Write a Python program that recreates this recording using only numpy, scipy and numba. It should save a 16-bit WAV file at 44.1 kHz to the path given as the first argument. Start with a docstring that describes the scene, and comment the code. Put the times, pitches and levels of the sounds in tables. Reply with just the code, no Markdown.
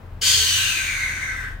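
"""A low rumble and a soft outdoor hush sound throughout. At 0.2 s a coucal perched among vines starts
one long, harsh hiss with a broad rush of air. Sputtering air rings its throat, whose resonances sink
and darken as the push fades, over a faint falling growl tone that is gone by 0.9 s. Close hard surfaces
colour the call. It dies away by 1.6 s, as the rumble swells."""
import sys
import numpy as np
from scipy import signal
from scipy.fft import rfft, irfft
from scipy.io import wavfile
from scipy.ndimage import map_coordinates
from numba import njit

SR = 44100
rng = np.random.default_rng(int(sys.argv[2]) if len(sys.argv) > 2 else 0)


def transcribe(u):
    """Save the signal u as a 16-bit wav file named by the first command-line argument.

    u: samples, shape (n,) or (channels, n), limited to [-1, 1]; the rate is SR.
    q: integer samples, one column per channel.
    """
    v = np.clip(np.atleast_2d(u).T, -1, 1)
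    q = np.round(v * 32767).astype(np.int16)
    wavfile.write(sys.argv[1], SR, q)


N = 70560
TIME = np.arange(N) / SR
START_S = 0.2116

# Strength of the hiss. Each row: time in seconds, then levels in dB of the first resonance, the second,
# the third, the fourth and fifth together, and the breath between them.
HISS_LEVELS = [(.222,-39,-28.5,-23.5,-27,-37.5),(.26,-40,-29,-20,-20,-34),(.3,-46,-20.5,-19.5,-20.5,-32),(.38,-41,-23.5,-21.5,-22.5,-35),(.52,-34.5,-26,-24.5,-23.5,-36),(.6,-33.5,-21,-25,-26.5,-36.5),(.75,-34.5,-24.5,-30,-30.5,-41.5),(.89,-34,-25,-36.5,-32,-48),(1.0,-35,-33,-36.5,-35,-50.5),(1.14,-35,-32.5,-41.5,-39,-54),(1.3,-33.5,-44,-45.5,-41,-57.5),(1.44,-33,-39,-49,-52,-58.5),(1.52,-41,-48.5,-55,-63,-66.5),(1.6,-57,-59,-70,-76,-81)]
# Sinking resonances. Each row: time in seconds, then the second to fifth centres in Hz.
THROAT_CENTRES = [(.22, 3140, 4750, 6700, 8400), (.31, 3260, 4610, 6750, 8260),
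                  (.48, 3040, 4320, 6120, 8070), (.6, 2840, 3970, 6200, 7820), (.7, 2726, 4010, 6300, 8300),
                  (.8, 2370, 3920, 6400, 8600), (.9, 2250, 3950, 6470, 8870),
                  (1.05, 2143, 3940, 6370, 8830), (1.3, 2110, 3780, 6220, 8460),
                  (1.45, 1980, 3740, 5700, 7800), (1.6, 1830, 3440, 5560, 7700)]
# The five resonances. Each row: width in Hz, gain in dB.
THROAT_BANDS = [(460, -1), (600, -3), (970, -2.5), (960, -4.5), (960, -10.5)]
# Whistling core of the second resonance. Each row: time in seconds, level in dB.
CORE_LEVELS = [(.22, -35), (.31, -28), (.42, -29.5), (.54, -32.5), (.6, -35), (.63, -28), (.7, -41),
               (.8, -35), (1.0, -27), (1.15, -32.5), (1.3, -30.5), (1.6, -56.5)]
# Spectrum of the breath. Each row: frequency in Hz, relative level in dB.
BREATH_SPECTRUM = [(300, -21), (800, -20), (1250, -7), (1900, 0), (3000, 1), (5000, -0.5), (8500, 1),
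                   (9600, -1), (12000, -5), (13800, -3.5), (16000, -9)]
# Steady narrow resonances, heard as the broad ones pass. Each row: centre in Hz, width in Hz, gain in dB.
NARROW_RINGS = [(1020, 50, 10), (1518, 45, 1), (1790, 50, -5), (2025, 14, -1), (2210, 45, -3),
                (2460, 40, -5), (2652, 14, 1), (2862, 20, 6), (3046, 14, 7), (3411, 16, 4), (3595, 30, 2),
                (4079, 20, 0), (4560, 40, -7), (4735, 30, -2), (6038, 18, 3), (6570, 35, -1),
                (8410, 50, -2)]

def hiss(first_hz=1602, sputter_hz=429.4):
    """Source and filter: turbulent air leaves in irregular spurts and excites the throat's resonances."""
    spurts = unit(undb(np.tanh(walk(sputter_hz))))
    air = lambda: spurts * rng.standard_normal(N)
    first, second, third, upper, breath_db = curves(HISS_LEVELS)
    levels = [first, second, third, upper, upper]
    centres = [first_hz] + curves(THROAT_CENTRES)
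    breath = undb(breath_db + 9.5) * unit(colour(air(), BREATH_SPECTRUM)) + rush(air())
    throat = sum(undb(db + gain_db) * steep(air(), hz, width)
                 for hz, db, (width, gain_db) in zip(centres, levels, THROAT_BANDS))
    throat += undb(curves(CORE_LEVELS)[0]) * steep(air(), centres[1], width=206)
    drive = throat + 0.81 * breath
    rings = sum(undb(db - 2) * band(drive, hz, width) for hz, width, db in NARROW_RINGS)
    return breath + throat + rings

def rush(air, peak_s=0.256, decay_s=0.23):
    """Broadband turbulence: the first hard push of air swells quickly and decays exponentially."""
    swell = np.clip((TIME - START_S) / (peak_s - START_S), 0, 1)
    decay = np.exp(-np.maximum(TIME - peak_s, 0) / decay_s)
    return undb(-22) * swell * decay * steep(air, hz=4390, width=5700)

# Course of the growl. Each row: time in seconds, pitch in Hz, level in dB.
GROWL_COURSE = [(.22, 484.4, -47.5), (.28, 518.7, -52), (.34, 443.4, -46), (.43, 423.5, -48),
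                (.48, 394, -49.5), (.57, 361.3, -52), (.66, 350.4, -56), (.75, 339.2, -48.5),
                (.9, 330, -75)]

def growl(jitter=0.046, flicker_db=4, harmonics_db=(1, -9, 2, 1.5)):
    """Jitter and shimmer: a weak, sagging harmonic tone is roughened by random pitch and level."""
    hz, db = curves(GROWL_COURSE)
    phase = 2 * np.pi * np.cumsum(hz * (1 + jitter * walk(250))) / SR
    return sum(undb(db + gain_db + flicker_db * walk(35)) * np.sin(k * phase)
               for k, gain_db in enumerate(harmonics_db, 1))

# Colour of the steady reflections. Each row: frequency in Hz, gain in dB.
REFLECTION_COLOUR = [(3000, 1.5), (7000, -1)]
# Balance of the call. Each row: frequency in Hz, left minus right in dB.
CALL_BALANCE = [(500, 0.5), (1000, 0), (1550, 6), (2500, 1), (5000, 2.5), (9000, 2), (14000, -1)]

def surroundings(call):
    """Interference: close surfaces comb and widen the call; the spread shifts as the bird's head moves."""
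    mid = call + undb(-4.5) * colour(scattered(call, sway_s=0), REFLECTION_COLOUR)
    side = undb(-0.5) * scattered(call, sway_s=0.00006)
    return np.array([colour(mid + sign * side, CALL_BALANCE, sign / 2) for sign in (1, -1)]) / np.sqrt(2)

def scattered(x, sway_s, sway_hz=4.13, early_decay_s=0.022, tail_t60_s=0.15):
    """Reverberation: dense early reflections and a short tail, whose delays wander by about sway_s."""
    t = np.arange(N // 4) / SR
    early = rng.standard_normal(len(t)) * np.exp(-t / early_decay_s)
    tail = rng.standard_normal(len(t)) * np.exp(-np.log(1000) * t / tail_t60_s)
    reflected = 0
    for response in (unit(early), undb(-2.5) * unit(tail)):
        moved = map_coordinates(x, [np.arange(N) + sway_s * SR * walk(sway_hz)], order=5, mode="mirror")
        reflected += signal.fftconvolve(moved, response)[:N]
    return unit(reflected) * np.std(x)

# Strength of the rumble. 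Each row: time in seconds, deep band level in dB, drone level in dB.
RUMBLE_LEVELS = [(0.0, -45, -51), (0.052, -41.5, -41), (0.44, -45, -34.5), (0.466, -66, -41),
                 (0.614, -44, -35.5), (0.748, -43.5, -45.5), (1.032, -41.5, -40), (1.586, -35, -41),
                 (1.6, -40, -29)]
# Tones of the drone. Each row: frequency in Hz, relative level in dB.
DRONE_TONES = [(84, -2), (110, -7.5), (140, -23)]

def rumble(swell_db=1.5, jitter=0.0326):
    """Random modulation: low tones waver over narrow bands of noise, like a far engine."""
    deep_db, drone_db = curves(RUMBLE_LEVELS)
    deep = steep(rng.standard_normal(N), hz=37.6, width=12)
    drone = 0
    for hz, db in DRONE_TONES:
        amplitude = np.sqrt(2) * undb(db + swell_db * walk(11.7))
        phase = 2 * np.pi * np.cumsum(hz * (1 + jitter * walk(15))) / SR
        drone += amplitude * np.sin(phase)
    drone += undb(-7) * steep(rng.standard_normal(N), hz=91, width=81)
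    return undb(deep_db) * deep + undb(drone_db) * drone

# Spectrum of the outdoor hush. Each row: frequency in Hz, relative level in dB.
HUSH_SPECTRUM = [(130, -4), (200, -5.5), (350, -10.5), (800, -13.5), (1600, -20), (2400, -25.5),
                 (3500, -32), (6000, -40.5), (10000, -44.5), (16000, -40)]

def hush():
    """Spectral tilt: steady noise sounds soft because its power lies mostly in the bass."""
    return undb(-47) * unit(colour(rng.standard_normal(N), HUSH_SPECTRUM))

def background(left_bias_db=3):
    """Decorrelation: above the rumble, the hush widens as the channels differ more toward the treble."""
    mid = rumble() + hush()
    side = colour(hush(), [(100, -14), (970, -2)])
    sign = np.array([[1], [-1]])
    return (mid + sign * side) * undb(sign * left_bias_db / 2)

def undb(db):
    """Decibels to amplitude ratio."""
    return 10 ** (np.asarray(db) / 20)

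def unit(x):
    """Normalisation to rms 1."""
    return x / np.sqrt(np.mean(x ** 2))

def curves(table):
    """Linear interpolation of a timed table's columns, one value per sample."""
    rows = np.array(table, float)
    return [np.interp(TIME, rows[:, 0], col) for col in rows.T[1:]]

def colour(x, points, share=1):
    """Zero-phase filtering by a share of a (Hz, dB) curve."""
    hz, db = np.array(points, float).T
    bins_hz = np.maximum(np.arange(N + 1) * SR / (2 * N), 1)
    gain = undb(share * np.interp(np.log(bins_hz), np.log(hz), db))
    return irfft(rfft(x, 2 * N) * gain)[..., :N]

def walk(hz):
    """Smooth noise of rms 1, interpolated through hz random values a second."""
    steps = rng.standard_normal(N)
    return unit(map_coordinates(steps, [np.arange(N) * hz / SR], order=3, mode="mirror"))

@njit
def svf(x, hz, width):
    """State-variable band-pass: two integrators in a loop give gain 1 at a moving centre."""
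    y, band_state, low_state = np.empty(len(x)), 0., 0.
    for i in range(len(x)):
        g = np.tan(np.pi * hz[i] / SR)
        damping = np.pi * width / SR * (1 + g * g) / g
        passed = (band_state + g * (x[i] - low_state)) / (1 + g * (g + damping))
        band_state = 2 * passed - band_state
        low_state += 2 * g * passed
        y[i] = damping * passed
    return y

def band(x, hz, width):
    """Second-order resonance, steady or moving, with its width in Hz."""
    return svf(x, hz + np.zeros(N), float(width))

def steep(x, hz, width):
    """Cascade: a resonance applied twice has steeper skirts; the result has rms 1."""
    return unit(band(band(x, hz, width), hz, width))

def scene(attack_s=0.01):
    """Superposition: the abruptly starting call and its reflections add to the background."""
    onset = np.clip((TIME - START_S) / attack_s, 0, 1)
    return surroundings(onset * (hiss() + growl())) + background()

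def record(dry):
    """Band limiting: a steep low-pass removes the treble above 16 kHz."""
    return signal.sosfilt(signal.ellip(10, .2, 80, 16000, fs=SR, output="sos"), dry)

dry = scene()
out = record(dry)
transcribe(out)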